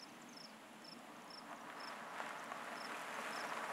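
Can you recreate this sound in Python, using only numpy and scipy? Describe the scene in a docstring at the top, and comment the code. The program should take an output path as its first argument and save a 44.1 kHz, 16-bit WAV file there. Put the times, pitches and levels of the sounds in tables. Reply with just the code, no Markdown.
"""Thin falling bird ticks open the scene, over a cricket that chirps in threes at dusk above the roofs.
The ticks are short hoarse sine glides; each chirp is three swelling tones, one for each wing stroke.
A car rolls slowly nearer: grainy coloured noise makes roar, crunch and sizzle, smooth coloured noise
a low drone, damped rings the popping stones, and bursts of banded noise the clicks of grit.
Distant traffic rumbles underneath as low coloured noise, with a steady wash of air."""
import sys
import numpy as np
from scipy import signal
from scipy.fft import rfft, irfft, next_fast_len
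from scipy.io import wavfile
from scipy.ndimage import map_coordinates

SR = 44100
rng = np.random.default_rng(int(sys.argv[2]) if len(sys.argv) > 2 else 0)


def int16_out(signal):
    """Quantize to a 16-bit WAV file."""
    q = np.round(np.clip(np.atleast_2d(signal).T, -1, 1) * 32767)
    wavfile.write(sys.argv[1], SR, q.astype(np.int16))


N = 164052

# crunch of the tread on grit, which the sharp grains follow: start_s [s], level_db [dB]
CRUNCH_LEVEL = [(0, -65.5), (1.42, -70), (1.53, -63), (1.6, -69), (1.71, -62), (1.78, -61.5), (1.9, -54.5),
                (2.09, -63), (2.18, -52.5), (2.26, -53.5), (2.35, -54.5), (2.46, -57.5), (2.62, -55.5),
                (2.8, -55), (2.92, -51), (3.05, -52), (3.3, -49), (3.72, -52)]


def amp(db):
    """Decibels to gain."""
    return 10 ** (np.asarray(db) / 20)


def unit(x):
    """Scale to rms 1."""
    return x / np.sqrt(np.mean(x ** 2) + 1e-20)


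def add(track, start_s, sound):
    """Mix a sound into the track at start_s, trimming what falls outside it."""
    start = round(start_s * SR)
    part = sound[max(-start, 0):max(N - start, 0)]
    first = max(start, 0)
    track[first:first + len(part)] += part


def wobble(rate, size):
    """A smooth random curve, rate knots a second."""
    knots = rng.standard_normal(int(size * rate / SR) + 4)
    return map_coordinates(knots, [np.arange(size) * rate / SR])


def level(points):
    """Gain per sample, in straight dB lines between (s, dB) points."""
    return amp(np.interp(np.arange(N) / SR, *np.transpose(points)))


def coloured(x, points):
    """x through a causal minimum-phase filter with the spectrum of (Hz, dB) points, at rms 1."""
    m = 2 * next_fast_len(N // 2 + 4096)
    hz, db = np.transpose(points)
    gain_db = np.interp(np.log(np.fft.rfftfreq(m, 1 / SR) + 1), np.log(hz), db)
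    cepstrum = irfft(np.log(amp(gain_db)), m)
    # folding the cepstrum onto positive time makes the filter causal
    fold = np.r_[1, np.full(m // 2 - 1, 2), 1, np.zeros(m // 2 - 1)]
    response = np.exp(rfft(cepstrum * fold))
    return unit(irfft(rfft(x, m) * response, m)[:N])


def outdoors(x, wet_db):
    """The sound plus its faint scatter off walls and roofs, as a decaying noise tail."""
    yard_t60_s = 0.51
    t = np.arange(SR // 2) / SR
    tail = rng.standard_normal(len(t)) * amp(-60 * t / yard_t60_s)
    tail /= np.linalg.norm(tail)
    return x + amp(wet_db) * signal.fftconvolve(x, tail)[:N]


def gritty(share):
    """Smooth rolling noise mixed with the impulses of single grains; share sets the grain part."""
    grains_per_s, spread_db = 420, 4
    sizes = amp(spread_db * np.minimum(rng.exponential(size=N), 3)) * rng.choice([-1, 1], N)
    grains = unit(sizes * (rng.random(N) < grains_per_s / SR))
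    share = np.clip(share, 0, 1)
    return share * grains + np.sqrt(1 - share ** 2) * rng.standard_normal(N)


def tyres():
    """The nearing car: a mid roar, a brighter crunch, a fine grainy sizzle that swells late, a low drone."""
    # tyre roar: start_s [s], level_db [dB]
    roar_level = [(0, -72), (.9, -69), (1.1, -60.5), (1.47, -59.5), (1.52, -52.5), (1.58, -57.5),
                  (1.69, -54.5), (1.77, -52.5), (1.92, -53.3), (2.08, -52.3), (2.23, -51.5), (2.42, -53),
                  (2.7, -51), (3.05, -51.5), (3.3, -49), (3.58, -47.5), (3.72, -48)]
    # spectrum of the roar: freq_hz [Hz], density_db [relative dB per Hz]
    roar_colour = [(70, -59.5), (220, -16), (370, -13), (435, -9), (540, -7.5), (640, 3), (730, -1),
                   (850, 0.5), (1150, 1.5), (1500, -4.5), (1900, -5.5), (2600, -29.5), (4000, -24.5),
                   (7500, -34.5), (15500, -68)]
    # spectrum of the crunch: freq_hz [Hz], density_db [relative dB per Hz]
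    crunch_colour = [(80, -59), (400, -39), (900, -1.5), (1300, 3.5), (1900, 2), (2800, -4.5),
                     (4300, -15.5), (5800, -18.5), (7500, -16.5), (8600, -23), (10800, -21), (12500, -30),
                     (15500, -40)]
    # low drone of the nearing tyres: start_s [s], level_db [dB]
    drone_level = [(0, -72), (1.5, -69.5), (2.7, -63.5), (3.3, -57.5), (3.58, -59), (3.72, -56)]
    # spectrum of the drone: freq_hz [Hz], density_db [relative dB per Hz]
    drone_colour = [(40, -47), (85, -28.5), (165, -9), (230, -1.5), (370, -12), (435, 1.5), (480, 2.5),
                    (580, 1.5), (650, -3), (760, -14.5), (1500, -35)]
    # fine sizzle of sand, which carries only from close by: start_s [s], level_db [dB]
    sizzle_level = [(0, -105), (2.5, -79.5), (2.8, -70.5), (2.98, -70), (3.3, -67.5), (3.5, -71),
                    (3.72, -67.5)]
    # spectrum of the sizzle: freq_hz [Hz], density_db [relative dB per Hz]
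    sizzle_colour = [(2500, -33), (5800, -4), (7400, 2.5), (8600, -0.5), (10600, 2), (12500, -8),
                     (15500, -31)]

    roar = level(roar_level) * coloured(gritty(share=0.25), roar_colour)
    crunch = level(CRUNCH_LEVEL) * coloured(gritty(share=0.6), crunch_colour)
    drone = level(drone_level) * coloured(rng.standard_normal(N), drone_colour)
    sizzle = level(sizzle_level) * coloured(gritty(share=0.37), sizzle_colour)
    unevenness = amp(0.77 * wobble(45, N))
    return (roar + crunch) * unevenness + sizzle + drone


def pops():
    """A stone snaps out from under the tread: a soft crack and a few dull cycles at its own pitch."""
    # stones popping under the tyres: start_s [s], peak_db [dB], pitch_hz [Hz]
    stones = [(1.5296, -38, 1250), (1.673, -41, 1150), (1.7006, -39, 1720), (1.7256, -39, 1460),
              (1.824, -43, 1210), (2.007, -40, 990), (2.162, -36, 1500), (2.2026, -28, 920),
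              (2.2062, -39, 750), (2.266, -34, 1510), (2.307, -37, 1410), (2.5188, -30.5, 1160),
              (2.5216, -35, 1230), (2.676, -35.5, 1130), (2.681, -37, 1100), (2.7559, -35, 1310),
              (2.8953, -37.5, 1480), (3.188, -31.5, 1110), (3.3777, -31, 1230), (3.524, -34, 960),
              (3.5745, -36.5, 950)]
    # ring of stone and tread: ratio [multiple of the pitch], mode_db [dB], t60_s [s]
    ring_modes = [(.7, -7, .025), (1, 3, 0.017), (1.4, 2.5, 0.0063), (1.9, -4.5, 0.0046)]
    crack_db, crack_t60_s = -21, 0.0066
    out, t = np.zeros(N), np.arange(SR // 25) / SR
    band = signal.butter(3, (520, 2900), 'bandpass', fs=SR, output='sos')
    for start_s, peak_db, pitch_hz in stones:
        ring = sum(amp(mode_db - 60 * t / t60_s) * np.sin(2 * np.pi * pitch_hz * ratio * t)
                   for ratio, mode_db, t60_s in ring_modes)
        crack = amp(crack_db - 60 * t / crack_t60_s) * rng.standard_normal(len(t))
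        pop = signal.sosfilt(band, ring + crack)
        add(out, start_s, amp(peak_db) * pop / np.abs(pop).max())
    return outdoors(out, wet_db=-12)


def wall(x):
    """A nearby wall repeats the road sound a few milliseconds later."""
    delay_s, echo_db = .00702, -12.5
    echo = np.pad(x, (round(delay_s * SR), 0))[:N]
    return x + amp(echo_db) * echo


def spitting():
    """Sparse sharp grains crack under the tread, louder as the crunch grows."""
    # spectrum of the sharp grains: freq_hz [Hz], density_db [relative dB per Hz]
    spit_colour = [(500, -23), (1500, 2), (4000, -1), (7500, 0.5), (11000, -4), (15500, -22)]
    grains_per_s, below_crunch_db, spread_db = 30, -20.5, 4.5
    sizes = amp(spread_db * np.minimum(rng.exponential(size=N), 2))
    grains = sizes * (rng.random(N) < grains_per_s / SR)
    return amp(below_crunch_db) * level(CRUNCH_LEVEL) * coloured(grains, spit_colour)


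def clicks():
    """Tiny bright clicks of flung grit: decaying noise around a centre frequency."""
    # small sharp clicks: start_s [s], peak_db [dB], centre_hz [Hz]
    grit_hits = [(.7315, -56, 9600), (.8205, -50.5, 5500), (0.867, -51, 4376), (0.991, -50.5, 6500),
                 (1.2215, -51, 6500), (1.245, -51, 10000), (1.53, -54, 8600), (1.7, -49, 3000),
                 (2.2026, -48, 5500), (2.292, -43.5, 8300), (2.397, -47, 6900), (2.4414, -44.5, 7700),
                 (2.5183, -46.5, 7100), (2.645, -49, 9600), (2.757, -47, 5000), (2.871, -52, 8240),
                 (2.894, -51, 4960), (3.0156, -48, 10920), (3.308, -47, 9000)]
    t60_s, width_octaves, top_hz = 0.0081, 0.4, 12500
    out, t = np.zeros(N), np.arange(2048) / SR
    hz = np.fft.rfftfreq(len(t), 1 / SR) + 1
    treble_cut = 1 + (hz / top_hz) ** 8
    for start_s, peak_db, centre_hz in grit_hits:
        band = 1 / (1 + (np.log2(hz / centre_hz) / width_octaves) ** 2) / treble_cut
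        click = irfft(rfft(rng.standard_normal(len(t))) * band) * amp(-60 * t / t60_s)
        add(out, start_s, amp(peak_db) * click / np.abs(click).max())
    return out


def cricket():
    """Each wing stroke is a swelling tone with an overtone; it rises a little, then sags as the file slows."""
    # chirps: start_s [s], level_db [dB], pitch_hz [Hz], first_db [extra dB on the first stroke]
    chirp_table = [(-.050, -53, 5400, 8), (0.366, -53, 5420, 4.5), (0.8427, -53, 5410, 1.5),
                   (1.301, -52.5, 5420, 2.5), (1.799, -52.5, 5400, 2), (2.768, -52.5, 5400, -0.5),
                   (3.3255, -52.5, 5400, 2)]
    # wing strokes of a chirp: delay_s [s after its start], length_s [s], stroke_db [relative dB],
    # offset_hz [Hz from the chirp's pitch], sag_hz [Hz]
    wing_strokes = [(0, 0.0178, -1, -65, 460), (.0325, 0.023, 3, 9, 610), (.0715, 0.0238, 3.5, 24, 630)]
    swell_power, overtone_db, tooth_rough = 0.57, -19.5, 0.088
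    rise_hz = 60.3
    sag_from, sag_curve = .33, 1.55  # share of the stroke where slowing begins, and how it steepens
    out = np.zeros(N)
    for start_s, level_db, pitch_hz, first_db in chirp_table:
        for k, (delay_s, length_s, stroke_db, offset_hz, sag_hz) in enumerate(wing_strokes):
            u = np.linspace(0, 1, int(length_s * SR))  # progress through the stroke
            starting = np.maximum(1 - u / sag_from, 0)
            slowing = np.maximum((u - sag_from) / (1 - sag_from), 0) ** sag_curve
            hz = pitch_hz + offset_hz - rise_hz * starting - sag_hz * slowing
            phase = 2 * np.pi * np.cumsum(hz) / SR
            roughness = 1 + tooth_rough * wobble(900, len(u))
            swell = np.abs(np.sin(np.pi * u)) ** swell_power * roughness
            # the overtone is swelled twice, so it is strongest mid-stroke
            tone = np.sin(phase) + amp(overtone_db) * swell * np.sin(2 * phase)
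            gain = amp(level_db + stroke_db + first_db * (k == 0))
            add(out, start_s + delay_s, gain * swell * tone)
    return outdoors(out, wet_db=-19.5)


def birds():
    """Short, slightly hoarse whistles that fall fast and fade, rough in both phase and loudness."""
    # bird ticks: start_s [s], length_s [s], from_hz [Hz], to_hz [Hz], level_db [dB]
    tick_table = [(.008, .016, 6300, 5230, -56), (.085, .012, 6450, 6100, -63),
                  (.094, .018, 5100, 3900, -66), (.119, .012, 6200, 5400, -65),
                  (.148, .0095, 6370, 5900, -65), (.2145, 0.014, 7700, 6750, -56),
                  (0.22, .017, 6600, 4200, -65), (.288, 0.013, 6600, 6150, -55.5),
                  (.326, 0.019, 6650, 5050, -56.5), (0.341, .012, 5000, 4000, -65),
                  (0.4, .008, 6600, 5800, -62), (0.429, .01, 5400, 5100, -61),
                  (0.436, .011, 6700, 5400, -57), (.446, .018, 4900, 4400, -62),
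                  (0.491, .016, 5120, 4200, -62), (1.162, 0.0088, 6600, 6100, -64),
                  (1.276, .011, 5450, 4850, -63), (1.277, .007, 7000, 6160, -63),
                  (1.506, .009, 6450, 6000, -66), (1.56, .009, 7000, 6400, -64),
                  (1.572, 0.015, 6100, 4200, -66), (1.608, 0.011, 5940, 5660, -64),
                  (1.775, .011, 5270, 5000, -61), (2.084, .012, 5900, 5600, -68),
                  (2.104, 0.016, 5960, 5100, -65), (2.383, 0.017, 6260, 5840, -64),
                  (2.454, 0.016, 6200, 5260, -64), (2.564, .018, 5430, 4600, -67),
                  (2.941, 0.018, 2520, 2370, -47), (3.146, .016, 6600, 6100, -60),
                  (3.199, 0.02, 6000, 5600, -63), (3.386, .014, 6350, 5600, -56),
                  (3.436, 0.018, 5800, 5400, -59), (3.473, 0.012, 5900, 5360, -56.5),
                  (3.487, 0.02, 5960, 4500, -57.5), (3.565, .018, 5150, 5000, -61),
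                  (3.682, .014, 5700, 5100, -63)]
    ramp_s, fade_db = 0.0024, 6.5
    rough = .36  # radians of phase, and share of loudness
    out = np.zeros(N)
    for start_s, length_s, from_hz, to_hz, level_db in tick_table:
        u = np.linspace(0, 1, int(length_s * SR))  # progress through the tick
        hz = from_hz + (to_hz - from_hz) * u
        phase = 2 * np.pi * np.cumsum(hz) / SR + rough * wobble(1200, len(u))
        ramps = np.clip(np.minimum(u, 1 - u) * length_s / ramp_s, 0, 1)
        shape = ramps * amp(level_db - fade_db * u ** 2)
        add(out, start_s, shape * (1 + rough * wobble(680, len(u))) * np.sin(phase))
    return outdoors(out, wet_db=-8.5)


def town():
    """Low traffic rumble, slowly growing, under a steady wash of air; both are coloured noise."""
    # spectrum of the distant traffic: freq_hz [Hz], density_db [relative dB per Hz]
    traffic_colour = [(25, -24.5), (42, -27.5), (62, -21.5), (82, -39), (105, -19), (140, -12), (168, -6),
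                      (200, -5.5), (222, 3.5), (260, -1.5), (295, 0.5), (360, -10.5), (450, -12),
                      (700, -36)]
    # spectrum of the air: freq_hz [Hz], density_db [relative dB per Hz]
    air_colour = [(150, -40), (400, -13), (650, 0.5), (1000, -1), (1600, -9), (2900, -8.5), (4000, -16.5),
                  (6000, -22), (7400, -17.5), (8600, -25), (10300, -19), (12500, -30), (15500, -41)]
    start_db, rise_db_per_s, air_db = -62.5, 0.6, -60.5
    rumble_db = start_db + rise_db_per_s * np.arange(N) / SR + 0.75 * wobble(7.23, N)
    rumble = amp(rumble_db) * coloured(rng.standard_normal(N), traffic_colour)
    air = amp(air_db) * coloured(rng.standard_normal(N), air_colour)
    return rumble + air


def scene():
    """All sources at one microphone."""
    road = wall(tyres() + pops())
    return (road + spitting() + clicks() + cricket() + birds() + town())[None]


def record(dry):
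    """The microphone's recorder keeps nothing above its band limit."""
    top_hz = 15700
    m = next_fast_len(N + 8192)
    kept = np.fft.rfftfreq(m, 1 / SR) < top_hz
    return irfft(rfft(dry, m) * kept, m)[:, :N]


dry = scene()
out = record(dry)
int16_out(out)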